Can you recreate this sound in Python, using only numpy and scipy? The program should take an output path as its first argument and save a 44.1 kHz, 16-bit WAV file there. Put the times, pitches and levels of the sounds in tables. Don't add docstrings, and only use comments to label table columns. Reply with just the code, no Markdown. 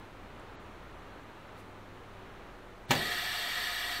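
import sys
import numpy as np
from scipy import signal
from scipy.fft import rfft, irfft
from scipy.io import wavfile
from scipy.ndimage import uniform_filter1d

SR = 44100
rng = np.random.default_rng(int(sys.argv[2]) if len(sys.argv) > 2 else 0)


def generate_wav(signal):
    frames = np.transpose(np.atleast_2d(signal))
    scaled = np.clip(frames, -1, 1) * 32767
    pcm = np.round(scaled).astype(np.int16)
    wavfile.write(sys.argv[1], SR, pcm)


def level_to_linear(level):
    exponent = np.asarray(level, float) / 20
    return 10 ** exponent


N = 176400
T = np.arange(N) / SR
HZ = np.fft.rfftfreq(N, 1 / SR)
PUSH_S, SLAM_S, BLOW_S = 2.895, 2.9073, 2.9074


def evened(x):
    return x / np.sqrt(np.mean(x ** 2) + 1e-20)


def read(points, hz):
    f, value = np.transpose(points)
    return np.interp(np.log(hz + 1), np.log(f + 1), value)


def coloured(gain):
    return evened(irfft(rfft(rng.standard_normal(N)) * gain, N))


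def wander(rate_hz):
    return coloured(1 / (1 + (HZ / rate_hz) ** 2))


def crack():
    # f/Hz, density/dB per Hz
    spectrum = [(80, -11.5), (400, -7), (1000, -2), (3650, 1), (5560, -9), (7250, -8), (11500, -21.5),
                (15000, -11)]
    # f/Hz, T60/s
    decay = [(100, 1), (400, 0.88), (1000, 0.14), (4000, 0.084), (12000, .08)]
    # delay/s, level/dB
    rattle = [
        (.0032, -8.5),
        (0.008, -35),
        (0.025, -15),
        (.043, -13),
    ]
    level_db = -16
    t = np.maximum(T - BLOW_S, 0)
    out = np.zeros(N)
    for hz in np.geomspace(90, 16000, num=12):
        band = np.exp(-(np.log((HZ + 1) / hz) / .35) ** 2)
        gain = band * level_to_linear(read(spectrum, HZ) + level_db)
        noise = irfft(rfft(rng.standard_normal(N)) * gain, N)
        t60_s = read(decay, hz)
        for delay_s, db in [(0, 0), *rattle]:
            late = np.maximum(t - delay_s, 0)
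            rise = np.minimum(late * hz, 1)
            out += noise * rise * level_to_linear(db - 60 * late / t60_s)
    return out


def pressure_pulse():
    level_db, length_s = -18, .0004
    x = np.maximum(T - BLOW_S, 0) / length_s
    return -level_to_linear(level_db) * x * (2 - x) * np.exp(1 - x)


def cabinet():
    # f/Hz, level/dB, T60/s, rise/s
    modes = [(112.5, -39, 0.36, 0.03), (152.5, -33, 0.49, 0.0031), (220, -33, .3, 0.025),
             (260.7, -28.5, 0.21, 0.0062), (377, -35, 0.15, 0.0025), (504, -34.5, 0.18, 0.006),
             (584.7, -26, 0.18, 0.021), (808, -26.5, 0.15, 0.0016), (912, -26, 0.086, 0.0014),
             (1265, -25.5, 0.042, 0.0016), (1724, -32, .15, 0.0017), (1935, -35, 0.12, 0.0017),
             (2326, -35, 0.17, 0.0023), (2785, -37.5, 0.21, .002)]
    t = np.maximum(T - BLOW_S, 0)
    out = np.zeros(N)
    for hz, db, t60_s, rise_s in modes:
        out -= np.minimum(t / rise_s, 1) * level_to_linear(db - 60 * t / t60_s) * np.sin(2 * np.pi * hz * t)
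    return out


def lid_push():
    hz, level_db, rise_s, t60_s = 129, -27.5, 0.006, 0.2
    t = np.maximum(T - PUSH_S, 0)
    envelope = np.minimum(t / rise_s, 1) * level_to_linear(level_db - 60 * t / t60_s)
    return envelope * np.sin(2 * np.pi * hz * t)


def patchy(x):
    patch_db = .7
    z = signal.stft(x, nperseg=1024, noverlap=768)[2]
    field = rng.standard_normal(z.shape[::-1])
    field = uniform_filter1d(field, size=14, axis=0)
    field = uniform_filter1d(field, size=7, axis=1)
    gain = level_to_linear(patch_db * evened(field).T)
    return evened(signal.istft(z * gain, nperseg=1024, noverlap=768)[1][:N])


def shop_walls():
    t60_s, level_db, gap_s = .2, -11, .004
    t = T[:SR // 2]
    tail = rng.standard_normal(SR // 2) * level_to_linear(-60 * t / t60_s) * (t > gap_s)
    return 1 + level_to_linear(level_db) * rfft(tail / np.linalg.norm(tail), N)


def air():
    # t/s, level/dB
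    flow = [
        (2.96, -35.5),
        (2.97, -34.5),
        (3.952, -35.5),
        (4.0, -38),
    ]
    # f/Hz, density/dB per Hz
    jet_spectrum = [(300, -31), (600, -21.5), (1500, -13.5), (2500, -18), (3700, -10.5), (5000, -20.5),
                    (6500, -27), (8500, -23.5)]
    # f/Hz, level over jet top/dB
    whistle = [(8500, 1), (10200, -9), (11300, -9), (12600, 1.5), (13800, -4), (14500, -9), (15000, -10.5),
               (15700, -8)]
    # f/Hz, width/Hz, level/dB
    resonances = [(707.4, 49, -3.5), (1248, 24, -5.5), (1280, 29, -6.5), (1744, 120, -1), (1908, 95, -1),
                  (2030, 37, -11), (2312, 133, -6), (2726, 29, -4.5), (2885, 32, -2.5), (3273, 90, -5),
                  (3595, 140, -7.5), (4200, 65, -7.5), (4536, 67, -4), (5300, 54, -13.5),
                  (5465, 47, -21), (5840, 350, -19.5), (7100, 64, -23), (7970, 200, -21), (8700, 70, -24),
            (9320, 59, -20.5), (9480, 77, -22), (11800, 150, -20.5), (12300, 120, -21), (12400, 60, -22),
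            (12790, 80, -23), (13200, 50, -23)]
    flutter_db, lead_s, opening_s = .4, .032, .038
    jet = level_to_linear(read(jet_spectrum, HZ) + read(whistle, HZ)) / (1 + (250 / (HZ + 1)) ** 4)
    body = np.zeros(len(HZ))
    for hz, width_hz, db in resonances:
        body += level_to_linear(db) / (1 + (2 * (HZ - hz) / width_hz) ** 2)
    noise = patchy(coloured(np.hypot(jet, body) * shop_walls()))
    flow_db = np.interp(T, *np.transpose(flow)) + flutter_db * wander(27)
    opening = np.clip((T - SLAM_S + lead_s) / opening_s, 0, 1) ** 2
    return opening * level_to_linear(flow_db) * noise


def tone(hz, db, waver_hz):
    turns = np.cumsum(hz + waver_hz * wander(4.22)) / SR
    return level_to_linear(db + 2.0 * wander(1)) * np.sqrt(2) * np.sin(2 * np.pi * turns)


def hum():
    # f/Hz, level/dB rms, waver/Hz
    tones = [(99.7, -61, 0.74), (295, -88.5, 4.4), (380, -69.5, 9), (199, -70, 4.09)]
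    return sum(tone(*row) for row in tones)


def compressor():
    # t/s, level/dB
    drone = [
        (0.0, -60.5),
        (0.27, -56),
        (0.46, -60),
        (0.95, -55.5),
        (1.28, -65),
        (1.95, -59.5),
        (3.35, -59.5),
        (3.61, -57),
        (4.0, -57.5),
    ]
    # f/Hz, level/dB, waver/Hz
    tones = [(39.5, -1.5, 3.9), (55, -3.5, 9.3), (22, -7, 3.94)]
    return level_to_linear(np.interp(T, *np.transpose(drone))) * sum(tone(*row) for row in tones)


def rustles():
    # t/s, length/s, level/dB, low f/Hz, high f/Hz
    events = [
        (0.396, 0.0048, -62, 6000, 9000),
        (1.562, 0.07, -66.5, 2000, 14900),
    ]
    out = np.zeros(N)
    for s, length_s, db, low_hz, high_hz in events:
        band = 1 / (1 + (low_hz / (HZ + 1)) ** 8) / (1 + (HZ / high_hz) ** 8)
        swell = np.sin(np.pi * np.clip((T - s) / length_s, 0, 1))
        out += level_to_linear(db) * swell * coloured(band)
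    return out


def fans():
    # f/Hz, density/dB per Hz
    spectrum = [(80, -2.5), (130, -6), (380, -5.5), (710, -9), (1210, -9), (2500, -19), (4200, -25.5),
                (5000, -33.5)]
    # t/s, level/dB
    activity = [
        (0, 0.5),
        (1, 1),
        (2.2, 0),
        (2.8, -0.5),
        (4, 0),
    ]
    shape = level_to_linear(read(spectrum, HZ)) / (1 + (60 / (HZ + 1)) ** 2) / (1 + (HZ / 6000) ** 6)
    level_db = -51 + np.interp(T, *np.transpose(activity)) + .5 * wander(2.8)
    return level_to_linear(level_db) * coloured(shape)


def microphone_hiss():
    # f/Hz, density/dB per Hz
    spectrum = [(2000, -3.5), (6000, 1), (8000, -2), (11000, -5), (15700, -7)]
    return level_to_linear(-71) * coloured(level_to_linear(read(spectrum, HZ)))


def scene():
    # f/Hz, side over mid/dB
    side_db = [(60, -58), (150, -56), (380, -38), (950, -36.5), (2380, -35), (5980, -20.5), (15000, -20.5)]
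    slam = crack() + pressure_pulse() + cabinet() + lid_push()
    workshop = hum() + compressor() + rustles() + fans() + microphone_hiss()
    mid = slam + air() + workshop
    side = irfft(rfft(np.roll(mid, 300)) * level_to_linear(read(side_db, HZ)), N)
    return np.array([mid + side, mid - side])


def treble_losses(x):
    start_s = (.558, 2.86)
    lengths_s = (.04, .022)
    low_hz = (8300, 9800)
    kept = x
    for s, length_s, hz in zip(start_s, lengths_s, low_hz):
        treble = irfft(rfft(x, axis=1) / (1 + (hz / (HZ + 1)) ** 30), N, axis=1)
        fade = np.clip(np.minimum(T - s, s + length_s - T) / .004, 0, 1)
        kept = kept - fade * treble
    return kept


def gated(x):
    # f/Hz, level under neighbours/dB
    limit = [(4300, -12), (4800, -9.5), (5300, -14), (6500, -9.5), (9000, -8), (11000, -8), (13000, -4.5),
             (15000, -5)]
    chance_db, thin_db, edge_hz = 2.8, -6.5, 15740
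    hz, t, z = signal.stft(x, SR, nperseg=2048, noverlap=1536)
    starts = np.unique(np.round(np.geomspace(180, 1024, num=48)).astype(int))
    band = np.clip(np.searchsorted(starts, np.arange(len(hz)), side="right") - 1, 0, None)
    power = uniform_filter1d(abs(z[0]) ** 2, size=2, axis=1)
    widths = np.diff(starts, append=len(hz))[:, None]
    own = (np.add.reduceat(power, starts, axis=0) / widths)[band]
    around = abs(uniform_filter1d(power, size=180, axis=0)) + 1e-20
    draws = rng.standard_normal((len(t) // 3 + 1, len(starts)))
    chance = np.repeat(draws, 3, axis=0)[:len(t), band].T
    margin_db = 10 * np.log10(own / around + 1e-9) - read(limit, hz)[:, None] - chance_db * chance
    strong = power > level_to_linear(2 * thin_db) * np.sqrt(around * own)
    keep = np.where(hz[:, None] > limit[0][0], np.clip(10 * margin_db * strong, .01, 1), 1)
    kept = signal.istft(z * keep, SR, nperseg=2048, noverlap=1536)[1][:, :N]
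    return irfft(rfft(kept, axis=1) * np.clip((edge_hz - HZ) / 60, 0, 1), N, axis=1)


def low_pass(x):
    return signal.sosfilt(signal.butter(12, 16510, fs=SR, output="sos"), x)


def record(dry):
    offset = .0009
    mix = gated(treble_losses(dry)) + offset
    return low_pass(mix)


dry = scene()
out = record(dry)
generate_wav(out)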